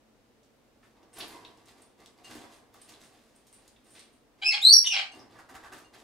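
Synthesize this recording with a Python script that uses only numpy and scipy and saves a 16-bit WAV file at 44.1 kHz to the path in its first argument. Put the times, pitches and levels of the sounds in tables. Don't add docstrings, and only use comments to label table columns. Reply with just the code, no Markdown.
import sys
import numpy as np
from scipy import signal
from scipy.fft import rfft, irfft
from scipy.io import wavfile
from scipy.ndimage import uniform_filter1d, minimum_filter1d

SR = 44100
rng = np.random.default_rng(int(sys.argv[2]) if len(sys.argv) > 2 else 0)


def store_wav(level_fs):
    pcm = np.round(np.clip(np.atleast_2d(level_fs), -1, 1) * 32767)
    wavfile.write(sys.argv[1], SR, pcm.T.astype(np.int16))


N = 265923
TIME = np.arange(N) / SR

# frequency in Hz, coherence from 0 to 1.
COHERENCE = [(30, 0.36), (70, 0.66), (250, 0.69), (600, 0.554), (2000, 0.23), (5000, 0.089), (9000, 0.16),
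             (15000, .15)]
# frequency in Hz, reverberation time in seconds.
ROOM_T60 = [(200, 0.33), (1000, 0.388), (3000, 0.24), (6000, 0.286), (10000, 0.32), (16000, 0.03)]
# frequency in Hz, relative level in dB.
RUSH_SPECTRUM = [(12, -37), (20, -15), (53, -6), (86, -15.5), (123, -7), (177, -17.5), (221, -3.5),
                 (247, -5), (409, -11.5), (445, -8), (757, -14.5), (947, -17.5), (1480, -21), (5510, -28.5),
                 (15900, -39)]
AIR_SPECTRUM = [(40, -27), (80, -7.5), (125, 0), (170, -11.5), (240, 4), (400, 1.5), (1000, -2.5),
                (1500, -10), (2200, -12.5), (4000, -49.5)]
RUSTLE_SPECTRUM = [(700, -28.5), (1600, -0.5), (3000, 0), (4800, -1.5), (6500, -17.5), (10000, -44.5)]
FIZZ_SPECTRUM = [(3500, 4), (6500, 2.5), (9200, 0), (11000, -3), (13000, -7.5), (16000, -13)]
WING_SPECTRUM = [(100, -8.5), (350, -31), (700, -3), (1100, -3.5), (1700, 0), (2200, -13.5), (5000, -20),
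                 (10000, -27), (16000, -38)]
LINK_SPECTRUM = [(3000, -18), (7000, -17.5), (8400, -6.5), (9000, -0.5), (9400, -5), (10200, -17),
                 (15000, -27.5)]
# start in seconds, level in dB, brightness in dB per octave.
WALL_JOLTS = [(1.214, -76, -11), (1.345, -52.5, -10), (2.3, -68.5, 1), (2.419, -66, 2.5), (2.499, -64, -24),
              (5.634, -65, -13)]
# frequency in Hz, T60 in seconds, relative level in dB.
WIRE_MODES = [(969, 0.74, -2), (1050, 0.63, -2.5), (1640, 1, -5.5), (2000, 0.6, 0), (2860, 0.23, -15),
              (3407, 0.21, 4.5), (4350, 0.25, -13.5), (4900, 0.66, -21)]
# start in seconds, relative level in dB, centre frequency
# in Hz, half-width in octaves, T60 in seconds.
TOY_KNOCKS = [ (0.431, -62.5, 5130, 0.67, 0.086), (0.830, -57, 1560, 0.454, 0.12),
              (1.03, -56.5, 3850, 0.65, 0.029), (1.187, -42.5, 10800, 0.13, 0.09),
              (1.203, -35.5, 3315, 0.475, 0.11), (1.209, -35.5, 3460, 0.47, 0.078),
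              (1.280, -48, 11900, 0.23, 0.091), (1.449, -41, 3300, 0.44, 0.04),
              (1.574, -55.5, 6940, 0.53, 0.02), (1.657, -55, 7060, 0.54, 0.039),
              (1.684, -51, 2980, 1.3, 0.0423), (2.060, -41.5, 4310, 0.71, 0.017),
              (2.302, -50, 1550, 0.12, 0.1), (2.354, -41, 270.3, 0.23, 0.066),
              (2.440, -44, 684, 1.2, 0.044), (2.741, -51.5, 7000, 2.1, 0.045),
              (2.745, -50.5, 790, 0.68, 0.066), (2.891, -47, 4500, 1.1, 0.078),
              (2.938, -43.5, 3470, 0.36, 0.021), (3.468, -57, 5560, 0.92, 0.113),
              (3.678, -49.5, 5540, 0.8, 0.042), (3.762, -57, 2820, 0.43, 0.05),
              (3.950, -52, 2891, 0.766, 0.51), (3.993, -49, 4970, 0.4, 0.054),
              (5.193, -47, 5343, 0.1, 0.068), (5.939, -49, 2550, 0.7, 0.113)]
# start in seconds, relative level in dB, T60 in seconds.
CHAIN_CLINKS = [(1.131, -49.5, 0.325), (1.819, -48.5, 0.052), (2.535, -55, 0.11), (2.816, -45, 0.0407),
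                (3.043, -56, 0.14), (3.355, -54.5, 0.087), (3.470, -59.5, 0.105), (3.527, -52, 0.23),
                (3.842, -63.5, 0.54), (3.869, -60, 0.206), (3.905, -52.5, 0.205), (3.937, -46.5, 0.084),
                (3.994, -42.5, 0.0395), (4.130, -60, 0.18)]
# start in seconds, relative level in dB.
BAR_PLUCKS = [(2.245, -46), (5.120, -47.5), (5.845, -57)]
# frequency in Hz, relative level in dB, T60 in seconds.
BAR_MODES = [(2812, 0, 0.21), (4416, -3, 0.08), (5040, -10, 0.11), (6300, -5, 0.071), (7747, -12, .12),
             (8650, -5.5, .1)]
# start in seconds, length in seconds, effort in dB, scrape in dB.
BIRD_MOVES = [ (0.819, 0.0285, -70, 4.5), (0.947, 0.066, -61.5, -24), (1.117, 0.027, -69.5, 5.5),
              (1.154, 0.18, -48.5, -2), (1.386, 0.256, -62.5, -5.5), (1.656, 0.053, -61, -2),
              (1.761, 0.065, -70, 4), (1.974, 0.102, -61, -3.5), (2.166, 0.034, -62.5, -5),
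              (2.234, 0.044, -57.5, 4.5), (2.291, 0.136, -56, 1), (2.501, 0.05, -62, 1),
              (2.724, 0.163, -65.5, 4), (2.874, 0.0595, -59.5, -1), (2.994, 0.056, -68.5, 10.5),
              (3.111, 0.74, -72.5, 5.5), (3.546, 0.11, -70, -1), (3.841, 0.09, -70.5, 3),
              (3.938, 0.025, -62, 2), (4.127, 0.035, -80.5, -2), (4.373, 0.045, -62.5, -5),
              (5.125, 0.04, -50.5, -8), (5.294, 0.13, -60.5, -6.5), (5.494, 0.258, -56.5, -11),
              (5.715, 0.033, -57.5, 2.5), (5.923, 0.084, -60.5, 0.5)]
# start in seconds, level in dB, length in seconds, treble tilt in dB per octave.
WING_BEATS = [(1.181, -48, 0.032, 11), (2.347, -53.5, 0.0187, 13), (5.338, -59.5, 0.042, -1),
              (5.380, -52.5, 0.036, 2.5), (5.487, -52.5, 0.0324, 5), (5.54, -49, 0.043, 3.5),
              (5.628, -48.5, 0.049, 0.5), (5.717, -49.5, 0.0334, 6), (5.773, -56, 0.041, 8.5),
              (5.933, -56.5, 0.0254, 7)]
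# start in seconds, length in seconds, first and last pitch
# in Hz, relative level in dB, place of the peak from 0 to 1, roughness from 0 to 1.
WHISTLE_NOTES = [ (4.438, 0.0746, 2342, 2701, -22.5, 0.65, 0.16),
                 (4.506, 0.063, 2195, 2160, -29.5, 0.18, 0.7),
                 (4.613, 0.127, 3275, 4682, -12.5, 0.87, 0.18), (4.722, 0.060, 5767, 5516, -11, 0.4, 0.17),
                 (4.849, 0.05, 3725, 3520, -30, 0.25, 0.45), (4.859, 0.035, 3058, 2934, -24.5, 0.36, 0.46),
                 (4.897, 0.065, 3100, 2415, -29, 0.3, 0.8)]
CROAK_NOTES = [ (4.415, 0.031, 789, 802, -30.5, 0.5, 0.39), (4.519, 0.039, 794, 793, -26.5, 1, 0.62),
               (4.564, 0.026, 785, 784, -34.5, 0.55, 0.61), (4.833, 0.058, 1026, 999, -38.5, 0.5, 0.79),
               (4.912, 0.136, 830.2, 750.4, -28, 0.42, 0.66)]
# frequency in Hz, gain in dB.
WIDE_THROAT = [(1500, -24), (2400, 6), (3200, -0.5), (4300, 8), (5400, 7), (6400, -7.5), (8200, -14.5),
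               (9100, -12.5), (10000, -15.5), (11200, -16), (12400, -26.5), (16000, -31)]
NARROW_THROAT = [(450, -31.5), (790, -9.5), (1150, -7.5), (1600, -8.5), (2300, 4.5), (3150, 8), (3700, -3),
                 (4300, 7), (5400, -15.5), (6000, -27), (6700, -12.5), (9000, -24.5), (16000, -47.5)]
# frequency in Hz, lead of the left in radians.
VOICE_PHASE = [(3000, -1), (5400, 0.6), (9000, 0.76), (11400, 2), (16000, 2.5)]
# frequency in Hz, left minus right level in dB.
VOICE_BALANCE = [(4500, 0), (8100, -5), (15000, -6.5)]


def amp(db):
    return 10 ** (np.asarray(db) / 20)


def unit(x):
    return x / np.sqrt(np.mean(x ** 2) + 1e-20)


def read(points, hz):
    f, value = np.transpose(points)
    return np.interp(np.log(hz + 1), np.log(f + 1), value)


def bins(size):
    return np.fft.rfftfreq(size, 1 / SR)


def colour(x, spectrum):
    size = x.shape[-1]
    return unit(irfft(rfft(x) * amp(read(spectrum, bins(size))), size))


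def wander(size, hz):
    return unit(irfft(rfft(rng.standard_normal(size)) / (1 + (bins(size) / hz) ** 4), size))


def add(mix, start, sound):
    part = mix[round(start * SR):][:len(sound)]
    part += sound[:len(part)]


def grains(size, per_s, spread_db):
    strength = amp(spread_db * np.minimum(rng.exponential(1, size), 4))
    return unit(rng.standard_normal(size) * strength * (rng.random(size) < per_s / SR))


def burst(spectrum, t60):
    t = TIME[:SR // 3]
    return colour(rng.standard_normal(len(t)), spectrum) * amp(-60 * t / t60)


def diffuse_field(two):
    size = two.shape[-1]
    a, b = rfft(two)
    coherence = read(COHERENCE, bins(size))
    return irfft(np.array([a, coherence * a + np.sqrt(1 - coherence ** 2) * b]), size)


def room(x, wet_db, build_s):
    size = SR * 3 // 4
    reflections = rng.choice([-1, 1], (2, size)) * (rng.random((2, size)) < 4000 / SR)
    hz, t, bands = signal.stft(diffuse_field(reflections), SR, nperseg=256)
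    decay = amp(-60 * t / read(ROOM_T60, hz)[:, None])
    tail = signal.istft(bands * decay, SR, nperseg=256)[1][:, :size]
    tail *= 1 - np.exp(-TIME[:size] / build_s)
    return x + amp(wet_db) * signal.fftconvolve(x[None], unit(tail) / np.sqrt(size), axes=1)[:, :N]


def room_air(level_db=-64.5):
    return amp(level_db) * colour(diffuse_field(rng.standard_normal((2, N))), RUSH_SPECTRUM)


def wires():
    out, t = np.zeros(N), TIME[:SR * 3 // 4]
    for start, db, bright_db in WALL_JOLTS:
        for hz, t60, mode_db in WIRE_MODES:
            strength_db = db + mode_db + bright_db * np.log2(hz / WIRE_MODES[0][0])
            add(out, start, amp(strength_db - 60 * t / t60) * np.sin(2 * np.pi * hz * t))
    return out


def toys(snap=0.14, snap_s=0.0018):
    out, hz = np.zeros(N), np.geomspace(50, SR / 2, num=120)
    for start, db, centre_hz, octaves, t60 in TOY_KNOCKS:
        band_db = -14 * np.log10(1 + (np.log2(hz / centre_hz) / octaves) ** 4)
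        knock = burst(np.c_[hz, band_db], t60)
        add(out, start, amp(db) * knock * (1 + snap * np.exp(-TIME[:len(knock)] / snap_s)))
    return out


def chain(ring_db=-3, chatter_db=3.02, tick_db=-8):
    out = np.zeros(N)
    for start, db, t60 in CHAIN_CLINKS:
        ring = burst(LINK_SPECTRUM, t60)
        add(out, start, amp(db + ring_db + chatter_db * wander(len(ring), hz=120)) * ring)
        add(out, start, amp(db + tick_db) * burst(FIZZ_SPECTRUM, t60=0.0054))
    return out


def bar():
    out, t = np.zeros(N), TIME[:SR // 2]
    for start, db in BAR_PLUCKS:
        for hz, mode_db, t60 in BAR_MODES:
            add(out, start, amp(db + mode_db - 60 * t / t60) * np.sin(2 * np.pi * hz * t))
    return out


def effort(scrape_share, fall_db_per_s, rise_s=0.02, sag_db_per_s=14):
    envelope, t = np.zeros(N), TIME[:SR]
    rise = np.minimum(t / rise_s, 1)
    for start, length, db, scrape_db in BIRD_MOVES:
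        loss_db = sag_db_per_s * t + fall_db_per_s * np.maximum(t - length, 0)
        add(envelope, start, rise * amp(db + scrape_share * scrape_db - loss_db))
    return envelope


def feathers(air_db=-5, rustle_db=-8, fizz_db=-5):
    air = colour(rng.standard_normal(N), AIR_SPECTRUM) * amp(air_db + 2 * wander(N, hz=25))
    stroke = amp(0.5 * wander(N, hz=30))
    rustle = colour(grains(N, per_s=1800, spread_db=2.5), RUSTLE_SPECTRUM) * amp(rustle_db) * stroke
    fizz = colour(grains(N, per_s=4400, spread_db=3), FIZZ_SPECTRUM) * amp(fizz_db) * stroke
    return (air * effort(scrape_share=0, fall_db_per_s=61.5)
            + rustle * effort(scrape_share=0.44, fall_db_per_s=109.5)
            + fizz * effort(scrape_share=1, fall_db_per_s=146.5))


def wings():
    out, t = np.zeros(N), TIME[:SR // 4]
    for start, db, length, treble_db in WING_BEATS:
        tilted = [(hz, level + treble_db * np.log2(1 + hz / 4000)) for hz, level in WING_SPECTRUM]
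        noise = colour(grains(len(t), per_s=4500, spread_db=-4), tilted)
        u = 3 * t / length
        add(out, start, amp(db) * u * np.exp(1 - u) * noise)
    return out


def syrinx(notes, throat, jitter, jitter_hz, shimmer, rasp, stiffen, overdrive, tremor_db):
    out, k = np.zeros(N), np.arange(1, 19)[:, None]
    easy_db, end_db, fade_s = -22.5, -25, 0.0042
    for start, length, first_hz, last_hz, db, peak, roughness in notes:
        t = np.arange(0, length, 1 / SR)
        progress = t / length
        slack = np.interp(progress, [0, peak, 1], [1, 0, 1]) ** 3.7
        rough = np.clip(roughness + 0.27 * slack, 0, 1)
        hz = first_hz + (last_hz - first_hz) * progress ** 0.55
        phase = 2 * np.pi * np.cumsum(hz * (1 + jitter * rough * wander(len(t), jitter_hz))) / SR
        tilt = stiffen * np.log2(hz / np.median(hz)) + overdrive * (db - easy_db) / 20 - 0.5
        harmonics = amp(read(throat, k * hz)) * k ** tilt * (k * hz < SR / 2)
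        tone = (harmonics * np.sin(k * phase)).sum(0) / np.sqrt((harmonics ** 2).sum(0) / 2)
        breath = rng.standard_normal(len(t)) * (1 + np.cos(phase))
        puffs = colour(breath, [(f, gain_db - np.log2(f)) for f, gain_db in throat])
        puff_share = np.clip(rasp * rough ** 2, 0, 1)
        voice = np.sqrt(1 - puff_share) * tone + np.sqrt(puff_share) * puffs
        voice *= np.exp(shimmer * rough * wander(len(t), hz=200))
        tremor = amp(tremor_db * wander(len(t), hz=110))
        fade = np.minimum(1, np.minimum(t, t[-1] - t) / fade_s)
        add(out, start, amp(db + end_db * slack) * unit(voice * tremor) * fade)
    return out


def squawk(depth_db=-34, modulation_hz=3930):
    whistles = syrinx(WHISTLE_NOTES, WIDE_THROAT, jitter=0.062, jitter_hz=520, shimmer=0.5,
                      rasp=0, stiffen=0, overdrive=1.2, tremor_db=2.8)
    croaks = syrinx(CROAK_NOTES, NARROW_THROAT, jitter=0.079, jitter_hz=320.3, shimmer=0.37,
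                    rasp=0.69, stiffen=0.89, overdrive=0, tremor_db=2)
    whistles *= 1 + amp(depth_db) * np.sin(2 * np.pi * modulation_hz * TIME)
    return amp(-1) * whistles + amp(-2.5) * croaks


def voice_direction(two):
    hz = bins(N)
    half = amp(read(VOICE_BALANCE, hz) / 2) * np.exp(0.5j * read(VOICE_PHASE, hz))
    return irfft(rfft(two) * np.array([half, 1 / half]), N)


def scene():
    rush = room_air()
    voice = voice_direction(room(squawk(), wet_db=-1.5, build_s=0.00088))
    movement = room(feathers() + wings() + wires(), wet_db=-2.5, build_s=0.00069)
    clatter = room(amp(-5.5) * (toys() + chain() + bar()), wet_db=0, build_s=0.0006)
    lean_right = amp([[-0.5], [0.5]])
    return rush + (movement + clatter) * lean_right + voice


def record(dry):
    ceiling, cutoff_hz = 0.85, 15800
    needed = ceiling / np.maximum(abs(dry).max(0), ceiling)
    gain = uniform_filter1d(minimum_filter1d(needed, size=600), size=600)
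    lowpass = signal.firwin(511, cutoff_hz, window=("kaiser", 9), fs=SR)
    return signal.oaconvolve(dry * gain, lowpass[None], "same")


dry = scene()
out = record(dry)
store_wav(out)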